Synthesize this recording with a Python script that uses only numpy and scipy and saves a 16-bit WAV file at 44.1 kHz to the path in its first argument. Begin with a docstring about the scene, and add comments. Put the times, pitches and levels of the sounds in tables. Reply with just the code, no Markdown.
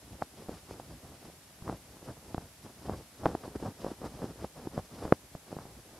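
"""A teacher wipes a whiteboard for six seconds, heard through a clip-on microphone over steady hiss and
faint room air. Light, uneven strokes come first: the felt swishes faintly, while each arm swing drags
cloth and cable over the capsule in a dull rumble, with scuffs and knocks. From about 3 s the strokes
are firmer and the knocks more frequent. The hardest knock falls just after 5 s, with a click of the
clip, and the wiping then weakens. All but the recorder's hiss is mono."""
import sys
import numpy as np
from scipy import signal
from scipy.fft import rfft, irfft, next_fast_len
from scipy.io import wavfile
from scipy.ndimage import map_coordinates

SR = 44100
rng = np.random.default_rng(int(sys.argv[2]) if len(sys.argv) > 2 else 0)


def persist_wave(psi):
    """Save psi, clipped to +-1, as 16-bit WAV."""
    counts = np.round(np.clip(psi, -1, 1) * 32767).astype(np.int16)
    wavfile.write(sys.argv[1], SR, np.atleast_2d(counts).T)


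N = 264159

# Spectrum of the amplifier hiss: frequency_hz, relative_db
HISS_SPECTRUM = [(15, -23), (40, -18), (190, -1), (700, 0.5), (2500, 0.5), (5400, 1.5), (9300, 1),
                 (10500, 2.5), (12750, 1.5), (12950, -16.5), (15700, -14.5)]
# Spectrum of the classroom air: frequency_hz, relative_db
AIR_SPECTRUM = [(100, -37), (600, 4), (2000, -1.5), (5000, -12), (12000, -44)]
# Spectrum of felt sliding on the board: frequency_hz, relative_db
FELT_SPECTRUM = [(800, -31), (2000, -7), (4300, -8.5), (5250, -4.5), (6000, -11), (8000, -13.5),
                 (12000, -15.5), (13500, -77)]
# Clicks of the clip spring on four hard knocks: start_s, level_db
CLIP_CLICKS = [(.2221, -53), (2.345, -37.5), (3.2574, -29.5), (5.1241, -34.5)]
# Modes of clip and capsule, one thump then four that ring: pitch_hz, t60_s, first_swing_sign
MOUNT_MODES = [(111.5, 0.015, -1), (341, 0.015, 1), (509, 0.01, 1), (714, 0.012, 1), (1056, 0.0065, 1)]
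# Knocks on the capsule: start_s, push_sign (pull is -1), thump_db, ring_db,
CAPSULE_KNOCKS = [(0.2186, -1, -55, -24, 1.8, 0.5), (0.2222, -1, -22, -13.5, 1.17, .45),
                  (.486, 1, -25, -30, 1, 0.16), (0.4932, -1, -27, -22, 0.24, 0.65),
                  (0.7084, -1, -42, -23, 1.23, 0), (0.7104, -1, -50, -24.5, 0.47, .25),
                  (0.7986, -1, -50, -28.5, 1.1, 0.2), (1.1213, -1, -37, -33.5, 1.7, 0.5),
                  (1.6225, -1, -23, -32.5, 1.9, 0.37), (1.6789, -1, -43, -23.5, 1.5, 0.34),
                  (1.6965, -1, -23, -16.5, 0.51, 0.13), (1.7267, -1, -41, -23, 0.43, .48),
                  (2.0285, -1, -60, -34, 0.62, 0.6), (2.3457, -1, -20, -17, 0.75, 0.42),
                  (2.38, -1, -17, -22.5, 1.1, 0.17), (2.6485, 1, -63, -36, 0.24, 0.4),
                  (2.8855, -1, -40, -26, 0.62, .48), (2.896, -1, -18, -19, 0.82, 0.22),
                  (3.2405, -1, -48, -29, 1.1, .48), (3.256, -1, -38, -14, 0.69, .48),
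                  (3.258, -1, -20, -6.5, 0.86, 0.42), (3.2642, -1, -51, -8.5, 0.46, 0.5),
                  (3.3507, -1, -30, -13.5, 0.58, .48), (3.438, -1, -42, -25.5, 1.14, 0.36),
                  (3.4791, -1, -58, -23, 0.31, .48), (3.5569, -1, -28, -18, -0.38, 0.53),
                  (3.626, 1, -39, -22, 0.27, .47), (3.846, -1, -52, -20, 0.62, 0.3),
                  (3.865, -1, -38, -17, -0.11, .31), (3.9159, -1, -32, -19.5, -0.43, 0.5),
                  (4.2422, -1, -26, -19, -0.11, 0.33), (4.3585, 1, -52, -36.5, .5, .3),
                  (4.425, 1, -44, -27, -0.25, 0.5), (4.4439, -1, -35, -20.5, 0.79, 0.3),
                  (4.4468, 1, -41, -20, 1.1, 0.26), (4.6719, -1, -22, -22.5, 0.25, .48),
                  (4.7777, -1, -14.5, -19, 0.9, 0.31), (4.7971, -1, -26, -29, 1.2, .48),
                  (5.0525, 1, -18, -21.5, 0.74, 0.25), (5.0785, 1, -45, -20.5, 0.92, 0.34),
                  (5.122, -1, -15, -18, 0.24, 0.68), (5.124, 1, -6.5, 1.5, 0.91, 0.33),
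                  (5.3509, -1, -20.5, -26, 1.48, 0.46), (5.5278, -1, -31, -25.5, 0.75, 0.31),
                  (5.5668, -1, -22, -24.5, 0.52, 0.43), (5.5877, -1, -38, -26, 1.2, 0.36),
                  (5.654, -1, -30, -28.5, 0.6, .48)]
# Spectrum of cloth dragging the mount: frequency_hz, relative_db
RUMBLE_SPECTRUM = [(15, -59), (30, -30), (55, 1), (90, 1), (170, -2.5), (300, -8.5), (600, -43),
                   (2000, -100)]
# Spectrum of cloth rubbing the grille: frequency_hz, relative_db
SCUFF_SPECTRUM = [(80, -15), (200, -2), (320, -1.5), (520, -4), (800, -8), (1300, -16), (1800, -22.5),
                  (2600, -47), (9000, -97)]
# Arm strokes: peak_s, rise_s, fall_s, scuff_db, rumble_db
ARM_STROKES = [(.15, 0.21, .05, -55, -50.5), (0.226, 0.079, 0.033, -47.5, -53),
               (.4, 0.14, .1, -50.5, -53.5), (.5, 0.069, 0.16, -48.5, -48.5), (.7, .07, 0.18, -49.5, -51.5),
               (.8, 0.076, 0.046, -48.5, -56), (.905, 0.13, 0.12, -52, -46),
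               (1.107, 0.28, 0.12, -54, -51.5), (1.25, 0.14, 0.16, -53, -54.5),
               (1.693, 0.13, 0.11, -42.5, -44), (1.96, 0.24, 0.062, -55.5, -53),
               (2.1, 0.11, 0.044, -44.5, -45.5), (2.177, .06, 0.027, -57, -52),
               (2.29, 0.16, 0.18, -52.5, -54), (2.4, 0.28, 0.15, -54.5, -52.5),
               (2.655, 0.058, 0.1, -50.5, -51), (2.908, 0.17, .15, -42.5, -42),
               (3.265, 0.13, 0.16, -40, -42), (3.45, 0.1, 0.13, -46.5, -50.5),
               (3.561, 0.021, 0.012, -39, -43), (3.654, 0.099, 0.082, -39, -39),
               (3.858, 0.13, .11, -39.5, -45), (4.058, .09, 0.042, -40, -41), (4.225, 0.28, 0.11, -45, -46),
               (4.305, 0.091, 0.033, -47, -45), (4.433, 0.1, 0.05, -42, -42),
               (4.57, .04, 0.072, -46.5, -54), (4.66, 0.11, 0.045, -47, -42.5),
               (4.74, 0.05, .05, -47.5, -49), (4.785, 0.083, 0.034, -41, -38),
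               (4.856, 0.044, 0.019, -48.5, -48), (4.93, 0.054, 0.11, -47.5, -53.5),
               (5.056, 0.17, 0.066, -40.5, -46), (5.135, 0.058, 0.023, -43.5, -49),
               (5.24, 0.041, 0.041, -63, -64), (5.356, 0.069, 0.043, -52.5, -52),
               (5.529, 0.12, 0.18, -49, -52), (5.6, 0.12, .3, -55, -54), (5.79, 0.23, 0.035, -56.5, -55.5),
               (5.98, 0.4, .1, -57.5, -63)]


def amp(db):
    """Amplitude ratio of a level in decibels."""
    return 10 ** (np.asarray(db) / 20)


def unit_rms(x):
    """Normalisation to unit mean power."""
    return x / np.sqrt(np.mean(x ** 2) + 1e-20)


def wobble(rate_hz):
    """Slow random modulation: a spline through rate_hz random values a second."""
    knots = rng.standard_normal(int(N * rate_hz / SR) + 4)
    return map_coordinates(knots, [np.arange(N) * rate_hz / SR])


def coloured(x, spectrum):
    """Minimum-phase filtering: shapes the spectrum and conserves the power of white noise."""
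    hz, db = np.transpose(spectrum)
    bins_hz = np.fft.rfftfreq(8192, 1 / SR)
    gain = amp(np.interp(np.log(bins_hz + 1), np.log(hz + 1), db))
    cepstrum = irfft(np.log(gain))
    cepstrum[1:4096] *= 2  # folding onto positive time makes the filter causal
    cepstrum[4097:] = 0
    kernel = irfft(np.exp(rfft(cepstrum)))
    kernel /= np.linalg.norm(kernel)
    return signal.fftconvolve(np.atleast_2d(x), kernel[None], axes=1)[:, :N]


def stick_slip(rate_hz, spread_db, smooth_db):
    """Stick-slip friction: fibres let go in random jerks on top of a smooth drag."""
    when, way = rng.random((2, N))
    jerks = (when < rate_hz / SR) * np.sign(way - .5) * amp(spread_db * rng.standard_normal(N))
    return unit_rms(unit_rms(jerks) + amp(smooth_db) * rng.standard_normal(N))


def amplifier_hiss():
    """Electronic noise: each input amplifier has its own, so the two channels are uncorrelated."""
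    return amp(-58.5) * coloured(rng.standard_normal((2, N)), HISS_SPECTRUM)


def room_air():
    """Ambient noise: stationary, broadband and strongest near 600 Hz."""
    return amp(-66.5) * coloured(rng.standard_normal(N), AIR_SPECTRUM)


def felt_swish(scuff_db):
    """Sliding friction: dense slips of felt on the board merge into a swish that grows with effort."""
    firm_swish_db, firm_scuff_db = -63, -49.5  # levels in a firm stroke
    swish_db = firm_swish_db + 0.53 * (scuff_db - firm_scuff_db) + 2.02 * wobble(60)
    return coloured(amp(swish_db) * stick_slip(3000, spread_db=2.5, smooth_db=9.5), FELT_SPECTRUM)


def clip_clicks(pitch_hz=3600, t60_s=0.0025):
    """Damped free vibration: the clip spring dies away so fast that it is heard as a click."""
    out, t = np.zeros(N), np.arange(SR // 200) / SR
    for start_s, level_db in CLIP_CLICKS:
        click = amp(level_db - 60 * t / t60_s) * np.sin(2 * np.pi * pitch_hz * t)
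        out[round(start_s * SR):][:len(t)] += click
    return out


def capsule_knocks():
    """Modal response to impact: each blow rings the damped modes of the mount; long contact dulls it."""
    octave_loss_db, scatter_db = 15, 2  # loss one octave off the centre; random spread of mode levels
    node_leak = 0.18  # amplitude left in a mode struck at a node
    out, t = np.zeros(N + SR), np.arange(SR // 10) / SR
    hz, t60_s, swing_sign = np.transpose(MOUNT_MODES)[:, :, None]
    octaves = np.log2(hz / hz[1])
    swell = 1 - np.exp(-(t * hz / 0.22) ** 2)  # each mode builds up over part of a cycle
    pulse_ms = np.arange(-40, 41) * 1000 / SR
    for start_s, push_sign, thump_db, ring_db, centre_octaves, place in CAPSULE_KNOCKS:
        detune, scatter = rng.standard_normal((2, len(hz), 1))
        mode_db = ring_db - octave_loss_db * (octaves - centre_octaves) ** 2 + scatter_db * scatter
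        shape = np.sin(np.pi * place * np.arange(len(hz)))[:, None]  # one more node for each mode
        mode_db += 10 * np.log10(shape ** 2 + node_leak ** 2)
        mode_db[0] = thump_db
        envelope = swell * amp(mode_db - 60 * t / t60_s)
        modes = np.sign(push_sign * swing_sign) * np.sin(2 * np.pi * hz * (1 + 0.052 * detune) * t)
        ring = (envelope * modes).sum(axis=0)
        contact_ms = max(0.085 - 0.006 * (ring_db + 22.5), .04)  # harder blows are briefer
        force = np.exp(-.5 * (pulse_ms / contact_ms) ** 2)
        out[round(start_s * SR):][:len(t)] += np.convolve(ring, force / force.sum())[:len(t)]
    return out[len(pulse_ms) // 2:][:N]


def stroke_levels():
    """Incoherent addition: overlapping strokes sum in power, giving scuff and rumble levels in dB."""
    fade_db = 28  # loss one rise time before a peak and one fall time after it
    rise_exponent, fall_exponent = 1.21, 1.84  # the fall holds, then breaks off
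    t = np.arange(0, N / SR + .004, .002)
    power = amp([[-66.5], [-64.5]]) ** 2  # the cloth never lies quite still
    for peak_s, rise_s, fall_s, *peak_db in ARM_STROKES:
        from_peak = np.abs(t - peak_s) / np.abs(np.where(t < peak_s, rise_s, fall_s))
        loss_db = fade_db * from_peak ** np.where(t < peak_s, rise_exponent, fall_exponent)
        power = power + amp(np.array(peak_db)[:, None] - loss_db) ** 2
    return [np.interp(np.arange(N) / SR, t, 10 * np.log10(layer)) for layer in power]


def cloth_rumble(level_db):
    """Structure-borne sound: dragging cloth shakes the mount at low frequencies."""
    return coloured(amp(level_db) * stick_slip(150, spread_db=0, smooth_db=-0.5), RUMBLE_SPECTRUM)


def cloth_scuff(level_db):
    """Friction noise at the grille, modulated in amplitude as the threads pass."""
    weave_db = 1.5 * wobble(90)
    friction = amp(level_db + weave_db) * stick_slip(500, spread_db=7.5, smooth_db=3)
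    return coloured(friction, SCUFF_SPECTRUM)


def scene():
    """Superposition: all sources add at one microphone, which feeds both channels."""
    air = room_air()
    scuff_db, rumble_db = stroke_levels()
    grip_db = 1.6 * wobble(40)  # the cloth grips unevenly, which both its sounds share
    cloth = cloth_rumble(rumble_db + grip_db) + cloth_scuff(scuff_db + grip_db)
    mono = air + felt_swish(scuff_db) + clip_clicks() + capsule_knocks() + cloth
    return np.repeat(mono, 2, axis=0)


def record(dry):
    """Band limiting: the recorder adds its hiss and passes nothing above the cutoff."""
    cutoff_hz, size = 15720, next_fast_len(N)
    passband = np.fft.rfftfreq(size, 1 / SR) < cutoff_hz
    return irfft(rfft(dry + amplifier_hiss(), size) * passband, size)[:, :N]


dry = scene()
out = record(dry)
persist_wave(out)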